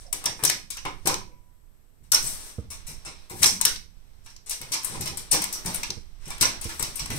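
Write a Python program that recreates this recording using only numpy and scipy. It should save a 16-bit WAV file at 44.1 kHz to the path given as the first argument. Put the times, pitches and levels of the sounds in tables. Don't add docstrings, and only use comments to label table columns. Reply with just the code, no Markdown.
import sys
import numpy as np
from scipy import signal
from scipy.fft import rfft, irfft
from scipy.io import wavfile
from scipy.ndimage import uniform_filter1d

SR = 44100
rng = np.random.default_rng(int(sys.argv[2]) if len(sys.argv) > 2 else 0)


def ratio_of_db(decibels):
    return 10 ** (np.asarray(decibels, float) / 20)


def digitize_waveform(pressure):
    field = np.atleast_2d(pressure).T
    bounded = np.clip(field, -1, 1)
    quanta = np.round(bounded * 32767).astype(np.int16)
    wavfile.write(sys.argv[1], SR, quanta)


N = 316638

# time in seconds, level in dB.
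GRIP_LEVELS = [(0, -48.5), (.4, -56), (.96, -44.5), (1.24, -45), (1.54, -57.5), (1.9, -59.5), (2.22, -42.5),
               (2.54, -56.5), (2.9, -45.5), (3.3, -55), (3.72, -45.5), (3.86, -51), (4.76, -54),
               (5.0, -46.5), (5.5, -49), (6.1, -48.5), (6.46, -44.5), (7.18, -51)]
# pitch in Hz, time to fall 60 dB in seconds.
ROOM_DECAY = [(200, 0.58), (530, 0.26), (1390, 0.32), (3680, 0.31), (9700, 0.28)]
# pitch in Hz, gain in dB.
WALL_GAIN = [(200, 7), (1500, 3.5), (5600, 1), (8500, -2.5), (14000, -5.5)]
# pitch in Hz, gain in dB.
LEFT_PORT = [(30, -12.5), (300, -2), (1000, -2.5), (3000, -4), (6900, -1), (7900, 6), (9000, 6),
             (10500, -7), (12500, -9.5), (13600, -14.5), (14400, -16.5), (15500, -20.5)]
RIGHT_PORT = [(30, -7.5), (300, -1.5), (1000, -2), (3000, -2.5), (4800, 1.5), (5500, 7), (6100, 7),
              (6700, -4.5), (7700, -14.5), (10000, -20.5), (13300, -29.5), (15500, -24)]
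# pitch in Hz, level in dB.
LEFT_HISS = [(30, -54.5), (200, -63.5), (1000, -77), (4000, -87.5), (6900, -82.5), (8000, -72), (9400, -82),
             (10000, -86.5), (12100, -72.5), (13500, -79.5), (15500, -96)]
RIGHT_HISS = [(30, -71), (200, -62.5), (1000, -73), (3000, -80), (6500, -86.5), (7200, -91.5),
              (13000, -86.5), (15500, -89.5)]
# start in seconds, level in dB, pitch in Hz, 60 dB decay in seconds.
WIRE_RINGS = [
    (.854, -52, 985, .3),
    (1.075, -51.5, 985, 1.0),
    (4.72, -58, 990, .3),
]
# start in seconds, level in dB, length in seconds, tray share in dB.
THUDS = [(0.132, -42, 0.026, 1), (0.254, -37.5, 0.039, -2.5), (0.426, -30.5, 0.031, -2),
         (0.488, -45.5, 0.026, 10), (.854, -34, 0.02, 1), (1.053, -26.5, 0.038, 4),
         (2.003, -53, 0.023, -24.5), (2.127, -44, 0.014, -14), (2.229, -39.5, 0.046, -14.5),
         (2.882, -40.5, 0.03, -13.5), (3.067, -43.5, 0.027, -2.5), (3.308, -36.5, 0.04, -2),
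         (3.406, -31.5, 0.037, -18), (3.443, -32.5, 0.021, -5), (3.648, -39, 0.035, 0.5),
         (4.605, -44, 0.029, -6.5), (4.708, -44, 0.022, -1.5), (4.897, -37.5, 0.082, -5.5),
         (4.95, -37, 0.019, -2.5), (5, -29.5, 0.023, -7.5), (5.058, -44, 0.079, -1.5),
         (5.119, -38, 0.018, -5), (5.329, -30, 0.029, 4), (5.652, -31, 0.032, -9),
         (5.894, -36.5, 0.018, -4.5), (6.269, -37.5, 0.016, -6), (6.411, -28, 0.017, -3.5),
         (6.799, -35, 0.029, -10), (7, -33.5, 0.067, -47), (7.097, -29.5, 0.07, -15)]
# pitch in Hz, width in Hz, level in dB.
TRAY_MODES = [(333, 78, -6), (462, 130, -11), (790, 29, 1.5), (940, 61, -11)]
# start in seconds, level in dB, left over right in dB.
BUMPS = [
    (2.583, -21, -4),
    (5.969, -39.5, -23.5),
    (6.653, -25.5, -6),
]
# pitch in Hz, level in dB, 60 dB decay in seconds.
FLOOR_MODES = [(61.5, 15, 0.15), (190, 4, 0.1), (302, -5, 0.086), (470, 2, 0.075), (600, -8.5, 0.06)]
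# start in seconds, hold in seconds, fur hiss in dB, pad drag in dB,
# fine-hair sheen over the hiss in dB.
RUBS = [(0, 0.0031, -37, -48.5, -7), (0.197, 0.09, -63, -42.5, -.5), (0.393, 0.095, -40, -65, -.5),
        (.86, 0.25, -54, -61, -.5), (1.086, 0.043, -61, -41, -.5), (2.233, 0.087, -22.5, -42, 2.5),
        (2.358, 0.13, -32, -46, -0.5), (2.55, 0.076, -60, -57, -2), (2.724, 0.53, -56, -54.5, 0),
        (3.369, 0.17, -35, -44, 7), (3.6, 0.033, -68, -59, -.5), (3.896, 0.96, -72, -64.5, 2),
        (4.602, 0.091, -56, -47, -.5), (4.694, 0.2, -42, -64, 1), (4.873, 0.087, -28.5, -40, -9),
        (5.034, 0.45, -69, -48.5, -3), (5.437, 0.15, -54, -41, -.5), (5.67, 0.11, -32, -37.5, 3),
        (5.845, 0.093, -42, -49, -4), (6.0, 0.25, -71, -61, 0), (6.243, 0.034, -62, -67, -.5),
        (6.324, .12, -62, -44, -.5), (6.438, 0.016, -51, -29.5, -.5), (6.512, 0.028, -70, -38, -.5),
        (6.646, 0.11, -35, -42.5, 4), (6.8, 0.064, -28.5, -40, -2), (6.902, 0.26, -41.5, -44, 1),
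        (7.128, 0.058, -27, -38, 0)]
# start in seconds, blow in dB, low share in dB, top share in dB,
# length in seconds.
SNIFFS = [
    (2.702, -40, -10.5, -9, 0.033),
    (2.866, -42, -13.5, -6.5, 0.049),
    (3.049, -41, -5, -17, 0.035),
    (3.296, -41.5, -6.5, -4.5, 0.023),
    (4.46, -45.5, -12.5, -17, 0.073),
]
# pitch in Hz, width in Hz.
NOSTRIL_GAPS = [(1700, 630), (3200, 540), (4650, 500)]
# start in seconds, level in dB, panel pitch in Hz,
# length in seconds.
PANEL_RAPS = [
    (.5, -42, 1360, 0.0083),
    (0.855, -35, 960, 0.014),
    (1.065, -24.5, 946, 0.032),
    (2.122, -21, 1460, 0.0047),
    (3.442, -33, 934, 0.015),
    (3.655, -25, 1475, 0.0079),
    (4.725, -34, 1030, 0.061),
    (5.32, -24.5, 790, 0.005),
    (5.66, -30.5, 865, 0.014),
]
# start in
# seconds, level in dB, pitch in Hz, length in seconds.
SMALL_KNOCKS = [(.046, -48, 570, 0.0098), (.063, -43, 5300, 0.0066), (.075, -47, 690, 0.018),
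                (.105, -52, 650, 0.013), (.136, -41, 2500, .005), (.172, -58, 510, .012),
                (.243, -40, 2420, 0.0042), (.260, -15, 3500, 0.0046), (.441, -26, 8500, .003),
                (.467, -24, 11000, .003), (.476, -13, 6000, 0.0036), (.494, -20, 8340, .003),
                (.728, -46, 5750, .003), (.853, -29.5, 2480, 0.0051), (1.069, -31, 9500, 0.0023),
                (1.093, -36, 5800, 0.0052), (1.103, -28.5, 480, 0.011), (1.28, -56, 520, .05),
                (2.143, -9, 5800, 0.0077), (2.165, -41.5, 483, .012), (2.226, -23.5, 8450, .006),
                (2.268, -20, 8160, 0.012), (2.604, -52, 8000, .004), (3.298, -48, 486, 0.011),
                (3.418, -39, 2980, .004), (3.457, -11, 5650, 0.0037), (3.467, -18, 5600, .003),
                (3.476, -18, 5460, .003), (3.487, -25, 5640, .005), (3.502, -30, 5600, .003),
                (3.605, -25, 992, 0.0092), (3.677, -17, 5900, 0.0031), (3.762, -26.5, 3860, 0.0033),
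                (5.324, -11, 9060, 0.0054), (5.364, -27, 5700, .004), (5.412, -41, 2500, .005),
                (5.552, -37, 1210, 0.0087), (5.757, -16.5, 9600, .006), (5.830, -18, 2430, 0.0075),
                (6.409, -19, 8700, 0.0044), (6.419, -12.5, 8700, 0.0055), (6.448, -38, 535, .012),
                (6.452, -10.5, 5700, 0.0034), (6.704, -45, 2800, .005), (6.988, -28, 2350, 0.0044),
                (7.076, -32, 9500, .002), (7.100, -36, 4000, 0.0035), (7.155, -47, 550, .012),
                (0.263, -26, 1000, .01), (0.753, -41, 1310, .01), (.856, -22, 1026, .02),
                 (1.081, -25.5, 1020, 0.022), (1.314, -53, 2300, .04), (2.866, -45.5, 5590, 0.093),
                 (2.702, -43, 5800, .05), (3.055, -38, 5230, .06), (3.5, -36, 203.3, .06),
                 (3.69, -29, 2090, 0.024), (3.7, -39.5, 4300, .03), (4.255, -56, 1380, 0.017),
                 (4.942, -29.5, 985, 0.032), (5.312, -10, 9340, 0.0097), (5.648, -33.5, 186, 0.0075),
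                 (5.675, -38, 300, 0.0084), (5.7, -48, 220, 0.014), (5.91, -52.5, 498, .015),
                 (6.656, -38.5, 345, 0.0096), (7.105, -36.5, 306, .015), (0.49, -17.5, 3120, 0.0068),
                 (.772, -33.5, 1750, .01), (0.776, -32, 2724, .01), (0.856, -27, 2550, .006),
                 (2.881, -43, 2390, .05), (3.1, -46, 2500, .09), (3.08, -44.5, 3960, 0.082),
                 (3.665, -33, 1490, 0.017), (4.363, -44, 7100, .0015), (4.736, -25, 2380, 0.018),
                 (5.334, -34, 765, 0.014), (5.903, -25, 4970, .002), (5.904, -39, 9600, .002),
                 (6.272, -39, 2970, .003), (6.87, -46, 4700, 0.028), (6.913, -45, 9000, .003),
                 (6.96, -28, 8800, .012), (7.162, -40, 9000, .002),
                (4.262, -49, 964, 0.014), (4.264, -45, 2700, .012), (4.266, -53, 3450, .01),
         (4.298, -49, 5600, .02), (4.31, -54, 9500, .0015), (4.8, -42, 3500, .002), (4.8, -46, 3000, .02),
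         (3.432, -10.5, 3800, .002), (3.433, -19, 8100, .003), (3.442, -18, 3200, .004),
         (3.44, -24.5, 1000, 0.013), (3.7, -36, 2150, 0.034), (3.62, -38.5, 910, 0.031),
         (.452, -20, 5600, .003), (0.44, -18, 3700, .007), (6.83, -26, 4700, .02),
         (6.795, -22, 8100, 0.013), (6.91, -42, 12000, .0015), (6.988, -40, 9000, .002),
         (2.134, -20, 10500, 0.0027), (2.87, -55, 4700, 0.036), (2.2, -48, 2500, .03),
         (2.584, -44, 1320, .002), (5.322, -32, 201, 0.044), (5.335, -30, 480, .01)]
SHARE_HZ = [1600, 5600, 8500, 13000]
USUAL_DB = [7.73, 2.26, 1.4, 17.6]
# pitch in Hz, width in Hz, level in dB.
TRAY_WALL_MODES = [(993, 180, 2.5), (2300, 480, -2.5)]
# start in seconds, blow in dB, tray share in dB,
# length in seconds.
WIRE_SCRAPES = [(0.262, -35, 9, 0.0017), (0.426, -41, 5, 0.0065), (0.851, -36.5, 9, 0.005),
                (3.455, -17, -53, 0.016), (4.235, -52, -15, 0.044), (4.261, -48.5, -2, 0.0054),
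                (4.302, -52, -12, 0.0033), (4.718, -26, -16, 0.0096), (4.734, -25.5, -13, 0.011),
                (6.194, -50.5, 0.5, 0.066), (6.254, -45.5, -12, 0.01), (6.691, -37, -1, 0.0089)]
FRAME_SCRAPES = [(.24, -32.5, -2.5, 0.0031), (0.39, -49, 10, 0.0095), (1.06, -28.5, -0.5, 0.012),
                 (1.09, -30.5, 0, 0.0026), (2.031, -59.5, -8, 0.02), (2.24, -29.5, -21, 0.019),
                 (3.381, -35.5, -16.5, 0.037), (3.604, -46, 6.5, 0.0064), (4.933, -44.5, 0.5, 0.024),
                 (5.31, -37, -11.5, 0.0057), (5.325, -18, -12, 0.018), (5.646, -43, 1, 0.013),
                 (5.752, -32, -23, 0.0047), (6.403, -37, -24, 0.0096), (6.424, -17.5, -7, 0.0069)]
# wire share in dB, claw-tip share in dB.
SCRAPE_SHARES_DB = [(2, -8.5), (-4, -8)]
# time of the top in seconds, blow in dB,
# tray share in dB, wire share in dB, room share in dB.
WIRE_TICKS = [(0.2589, -19.5, -22, 4.5, -2.5), (0.4998, -17.5, -6.5, 4, -3.5), (0.7714, -36, -5, 5, -1),
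              (1.074, -14.5, -17, -1, -0.5), (1.1429, -28, -5, 12, -10.5), (3.432, -12, -11, 1.5, 0),
              (3.444, -13.5, -8.5, 5.5, -11.5), (3.76, -43, -2, 18.5, -7.5), (4.3649, -49.5, -5, 14, -8),
              (4.726, -33.5, -9, 13.5, -1.5), (5.834, -29, -5, 6.5, -1), (5.905, -35.5, -2, 20.5, -10.5),
              (6.4128, -15.5, -12.5, 4, 1), (7.0603, -32, -7, 2, -5.5)]
TIP_TICKS = [(0.4386, -16.5, -10, -4, -4.5), (0.452, -13, -20, -1, -0.5), (1.0589, -30.5, -18, 6.5, -4),
             (2.121, -12, -20, 2, -1.5), (2.1461, -16.5, -15.5, 2, 1), (3.6535, -11, -13.5, 1.5, -2.5),
             (4.497, -26, -27, -4.5, 2), (4.6163, -33.5, -7, -2, 1), (4.8343, -34.5, -10, -5, 1.5),
             (5.011, -27.5, -16, -3.5, 4), (5.0769, -30.5, -11, 2, -0.5), (5.318, -18, -19, 2, 1.5),
             (5.4208, -23, -9.5, 0.5, -0.5), (5.442, -21.5, -11.5, -3.5, -5), (5.5288, -26.5, -43, 0.5, 5),
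             (5.662, -27.5, -16.5, -0.5, 4.5), (5.7468, -22, -16, -10, -3.5), (6.8279, -20.5, -14, 0, -2.5),
             (6.959, -28, -25, -9.5, 4), (7.105, -33.5, -1, 2, 3), (7.1667, -36, -11, -11, -10.5)]
BLUNT_TICKS = [(0.1296, -17, -17, -7, -2), (0.706, -26, -20, -3, 1.5), (2.1345, -20.5, -6, -41, 1),
               (3.422, -25, -13, -9.5, 14), (3.6141, -14, -18.5, -1, -4), (4.511, -24.5, -17, -4.5, 4),
               (4.848, -18, -23, -19, 1.5), (5.0594, -28, -9, -2, 4), (5.1744, -24.5, -20.5, -9.5, 2.5),
               (6.2808, -39, -10, -7, 5), (6.3056, -32.5, -6.5, -2, 3), (6.3834, -39.5, -7, -7, -5.5),
               (6.6155, -28.5, -16.5, -9, 4), (6.6437, -31.5, -12, 1, 1), (6.7966, -24, -10, -9, 1),
               (6.9966, -29, -11, 1, 3.5)]
TIP_SHARES_DB = [-6, -3.5, -8.5]

PLACES = 5
RIGHT_LAG = 12


def read(points, hz):
    f, value = np.transpose(points)
    return np.interp(np.log(hz + 1), np.log(f + 1), value)


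def curve(rows):
    s, value = np.transpose(list(rows))
    return np.interp(np.arange(N) / SR, s, value)


def evened(x):
    return x / np.sqrt(np.mean(x ** 2) + 1e-20)


def add(mix, s, sound):
    part = mix[..., round(s * SR):][..., :sound.shape[-1]]
    part += sound[..., :part.shape[-1]]


def colour(x, points, size=2048):
    log_gain = np.log(ratio_of_db(read(points, abs(np.fft.fftfreq(size, 1 / SR)))))
    spectrum = np.exp(np.conj(signal.hilbert(log_gain)))
    taps = np.fft.ifft(spectrum).real[:size // 2]
    return signal.oaconvolve(x, taps)[:len(x)]


def resonate(x, hz, width):
    return signal.lfilter(*signal.iirpeak(hz, hz / width, SR), x)


def crackle(count, spread_db):
    slips, clumps = rng.standard_normal((count, 2)).T
    return evened(slips * ratio_of_db(spread_db * evened(uniform_filter1d(clumps, 50))))


def levelled(burst, shape):
    z = rfft(burst)
    power = uniform_filter1d(abs(z) ** 2, size=len(burst) // 300)
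    z = z / (power + 1e-12) ** 0.125
    return irfft(z, len(burst)) * np.minimum(4 * shape / shape.max(), 1)


def touch(shape, spread_db, db, tray_db, wire_db, tip_db):
    burst = levelled(crackle(len(shape), spread_db) * shape, shape)
    burst = burst * np.linalg.norm(shape) / np.linalg.norm(burst)
    burst = burst + sum(ratio_of_db(level_db) * resonate(burst, hz, width) for hz, width, level_db in TRAY_WALL_MODES)
    shares = np.add([tray_db, wire_db, 0, tip_db], USUAL_DB)
    points = [(150, shares[0] - 14), *zip(SHARE_HZ, shares)]
    return ratio_of_db(db + 8) * colour(burst, points, size=512)


def jolts():
    out, t = np.zeros(N), np.arange(9000) / SR / 0.022
    for s, db, *_ in THUDS:
        add(out, s, ratio_of_db(db + 17.5) * t * np.exp(1 - t))
    return 1 + out


def hand():
    shape = [(10, 0.0), (25, 0.5), (45, -9.0), (90, -17.0), (200, -32.5), (600, -64.0)]  # (Hz, dB)
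    left, right = (evened(colour(v, shape, size=16384)) for v in rng.standard_normal((N, 2)).T)
    rumble = np.array([0.66 * left + 0.17 * right, right])
    return rumble * ratio_of_db(curve(GRIP_LEVELS) + [[1.5], [15.]]) * jolts()


def room(x):
    taps = np.zeros((2, SR // 2))
    at = np.arange(200, SR // 2 - 20, 20) + rng.integers(0, 20, (2, (SR // 2 - 201) // 20))
    np.put_along_axis(taps, at, rng.choice([-1., 1.], at.shape), 1)
    hz, t, z = signal.stft(taps, SR, nperseg=256)
    same = np.clip(1.25 - hz / 1600, 0, .82)[:, None]
    z[1] = same * z[0] + np.sqrt(1 - same ** 2) * z[1]
    fade = ratio_of_db(-60 * t / read(ROOM_DECAY, hz)[:, None])
    fade = fade * (1 - np.exp(-t / 0.0017))
    gain = ratio_of_db(read(WALL_GAIN, hz))[:, None] / np.linalg.norm(fade, axis=1).mean()
    tail = signal.istft(z * fade * gain, SR, nperseg=256)[1]
    tail[1] = np.roll(tail[1], RIGHT_LAG)
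    return signal.fftconvolve(x[None], 0.35 * tail, axes=1)[:, :N]


def far_port(x):
    taps = np.diff(rng.standard_normal(120) * np.exp(-np.arange(120) / 30))
    bass = signal.lfilter(*signal.butter(2, 1300, fs=SR), x)
    scattered = signal.oaconvolve(x - bass, taps / np.linalg.norm(taps))[:N]
    return np.roll(0.26 * x + 0.45 * bass + 0.84 * scattered, 1)


def wire():
    out, t = np.zeros(N), np.arange(SR) / SR
    for s, db, hz, t60 in WIRE_RINGS:
        tones = np.sin(2 * np.pi * hz * t)
        tones = tones + .3 * np.sin(2 * np.pi * (hz + 7) * t)
        tones = tones + .15 * np.sin(2 * np.pi * (hz - 19) * t)
        add(out, s, ratio_of_db(db - 60 * t / t60) * tones)
    return out


def rubbing():
    rise, fall, rest_db = 298.5, 209, -79.5
    t, out = np.arange(N) / SR, np.full((3, N), ratio_of_db(rest_db))
    for s, hold, hiss_db, drag_db, sheen_db in RUBS:
        loss_db = rise * np.maximum(s - t, 0) + fall * np.maximum(t - s - hold, 0)
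        out = np.maximum(out, ratio_of_db([[hiss_db], [drag_db], [hiss_db + sheen_db]]) * ratio_of_db(-loss_db))
    return out


def shuffle():
    fur, pads, sheen = rubbing()
    fur_colour = [(1500, -25.5), (4500, -10.5), (7500, -3.5), (15000, 8.5)]  # (Hz, dB)
    pad_colour = [(150, -15.0), (900, -7.0), (4000, -7.5), (8000, -17.0)]
    hiss = [colour(crackle(N, 2.8), fur_colour, size=256) for _ in range(PLACES)]
    drag = [colour(crackle(N, 6.7), pad_colour, size=256) for _ in range(PLACES)]
    sheen_hz = 10500
    fine = signal.lfilter(*signal.butter(3, sheen_hz, "high", fs=SR), hiss)
    coarse = signal.lfilter(*signal.butter(3, sheen_hz, fs=SR), hiss)
    return ratio_of_db(-13.0) * (fur * coarse + sheen * fine) + ratio_of_db(1.0) * pads * np.array(drag)


def sniffs():
    out, t = np.zeros((PLACES, N)), np.arange(6000) / SR
    for k, (s, db, low_db, top_db, length) in enumerate(SNIFFS):
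        shape = (1 - np.exp(-t / 0.0016)) * np.exp(-(t / length) ** 1.28)
        puff = touch(shape, 1.3, db, low_db, -3.5, top_db)
        for hz, width in NOSTRIL_GAPS:
            puff = puff - 0.59 * resonate(puff, hz, width)
        add(out[k % PLACES], s, puff)
    return out


def thud(db, length, tray_db):
    t = np.arange(9000) / SR
    hz = 123.4 * ratio_of_db(0.2 * tray_db)
    push = rng.standard_normal(len(t)) + 1.21 * (t < .003)
    push = push * (1 - np.exp(-t / 0.017)) * np.exp(-t / max(length, .004))
    push = uniform_filter1d(uniform_filter1d(push, size=24), size=17)
    body = evened(resonate(resonate(push, hz, 1.5 * hz), hz, 2.4 * hz))
    tray = evened(sum(ratio_of_db(level_db) * resonate(push, f, width) for f, width, level_db in TRAY_MODES))
    body = body + ratio_of_db(tray_db) * tray
    pan_db = -1 * np.array([[.5], [-.5]])
    return ratio_of_db(db + pan_db + 6.5) * body / abs(body).max()


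def bump(db, pan_db):
    t = np.arange(9000) / SR
    sag = 0.7 * (1 - np.exp(-t / 0.0084))
    ring = np.zeros(len(t))
    for k, (hz, level_db, t60) in enumerate(FLOOR_MODES):
        ring += ratio_of_db(level_db - 60 * t / t60) * np.sin(2 * np.pi * (hz * t + sag * (k == 0)))
    ring = ring * (1 - np.exp(-t / 0.0021))
    return ratio_of_db(db + pan_db * np.array([[.5], [-.5]]) + 2.5) * ring / abs(ring).max()


def raps(rows, sharpness):
    out, t = np.zeros(N), np.arange(8000) / SR
    for s, db, hz, length in rows:
        push = rng.standard_normal(len(t)) * (1 - np.exp(-t / 0.0018)) * np.exp(-t / max(length, .001))
        ring = resonate(resonate(push, hz, hz / sharpness), hz, hz / sharpness)
        add(out, s, ratio_of_db(db) * ring / abs(ring).max())
    return out


def rebounds():
    x = raps(SMALL_KNOCKS, 5.1)
    return np.array([x, far_port(x)]) + room(ratio_of_db(-9) * x)


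def scrapes():
    out, t = np.zeros((PLACES, N)), np.arange(6000) / SR
    for rows, shares in zip([WIRE_SCRAPES, FRAME_SCRAPES], SCRAPE_SHARES_DB):
        for k, (s, db, tray_db, length) in enumerate(rows):
            length = max(length, .001)
            shape = (1 - np.exp(-t / (22 * length ** 2))) * np.exp(-t / length)
            add(out[k % PLACES], s, touch(shape, 1.976, db, tray_db, *shares))
    return out


def ticks():
    near, far, t = np.zeros((PLACES, N)), np.zeros((PLACES, N)), np.arange(1500) / SR
    steep = 1.76
    for rows, tip_db in zip([WIRE_TICKS, TIP_TICKS, BLUNT_TICKS], TIP_SHARES_DB):
        for k, (s, *levels, room_db) in enumerate(rows):
            rise = .0038 * ratio_of_db(.3 * room_db)
            linger = 0.0069 * ratio_of_db(room_db)
            shape = (t / rise) ** steep * np.exp(steep * (1 - t / rise))
            after_slips = 0.42 * (t > rise) * np.exp(-(t - rise) / linger)
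            tick = ratio_of_db(-5) * touch(np.maximum(shape, after_slips), 1.0, *levels, tip_db)
            add(near[k % PLACES], s - rise, tick)
            add(far[k % PLACES], s - rise, ratio_of_db(room_db) * tick)
    return near, far


def scene():
    thuds, bumps = np.zeros((2, N)), np.zeros((2, N))
    for s, *row in THUDS:
        add(thuds, s, thud(*row))
    for s, *row in BUMPS:
        add(bumps, s, bump(*row))
    thuds[1] = np.roll(thuds[1], RIGHT_LAG)
    rough = scrapes() + shuffle() + sniffs()
    rough[1] += raps(PANEL_RAPS, 2.5)
    near, far = ticks()
    near = near + rough
    near[0] += ratio_of_db(9) * wire()
    direct = np.array([near.sum(0), sum(far_port(x) for x in near)])
    echoes = sum(room(x) for x in ratio_of_db(1.5) * rough + far)
    echoes = echoes + room(ratio_of_db(-10.0) * thuds[0] + ratio_of_db(-12.5) * bumps[0])
    return direct + thuds + bumps + echoes + hand() + rebounds()


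def top_cut(x):
    return signal.sosfilt(signal.butter(12, 16670, fs=SR, output="sos"), x)


def record(dry):
    heard = np.array([colour(dry[0], LEFT_PORT), colour(dry[1], RIGHT_PORT)])
    noise = rng.standard_normal((N, 2)).T
    hiss = np.array([colour(noise[0], LEFT_HISS), colour(noise[1], RIGHT_HISS)])
    heard = heard + ratio_of_db(12.5) * hiss
    band_limit = signal.firwin(511, 15800, window=("kaiser", 6), fs=SR)
    heard = signal.oaconvolve(heard, band_limit[None], "same")
    return top_cut(np.clip(heard, -1, 1))


dry = scene()
out = record(dry)
digitize_waveform(out)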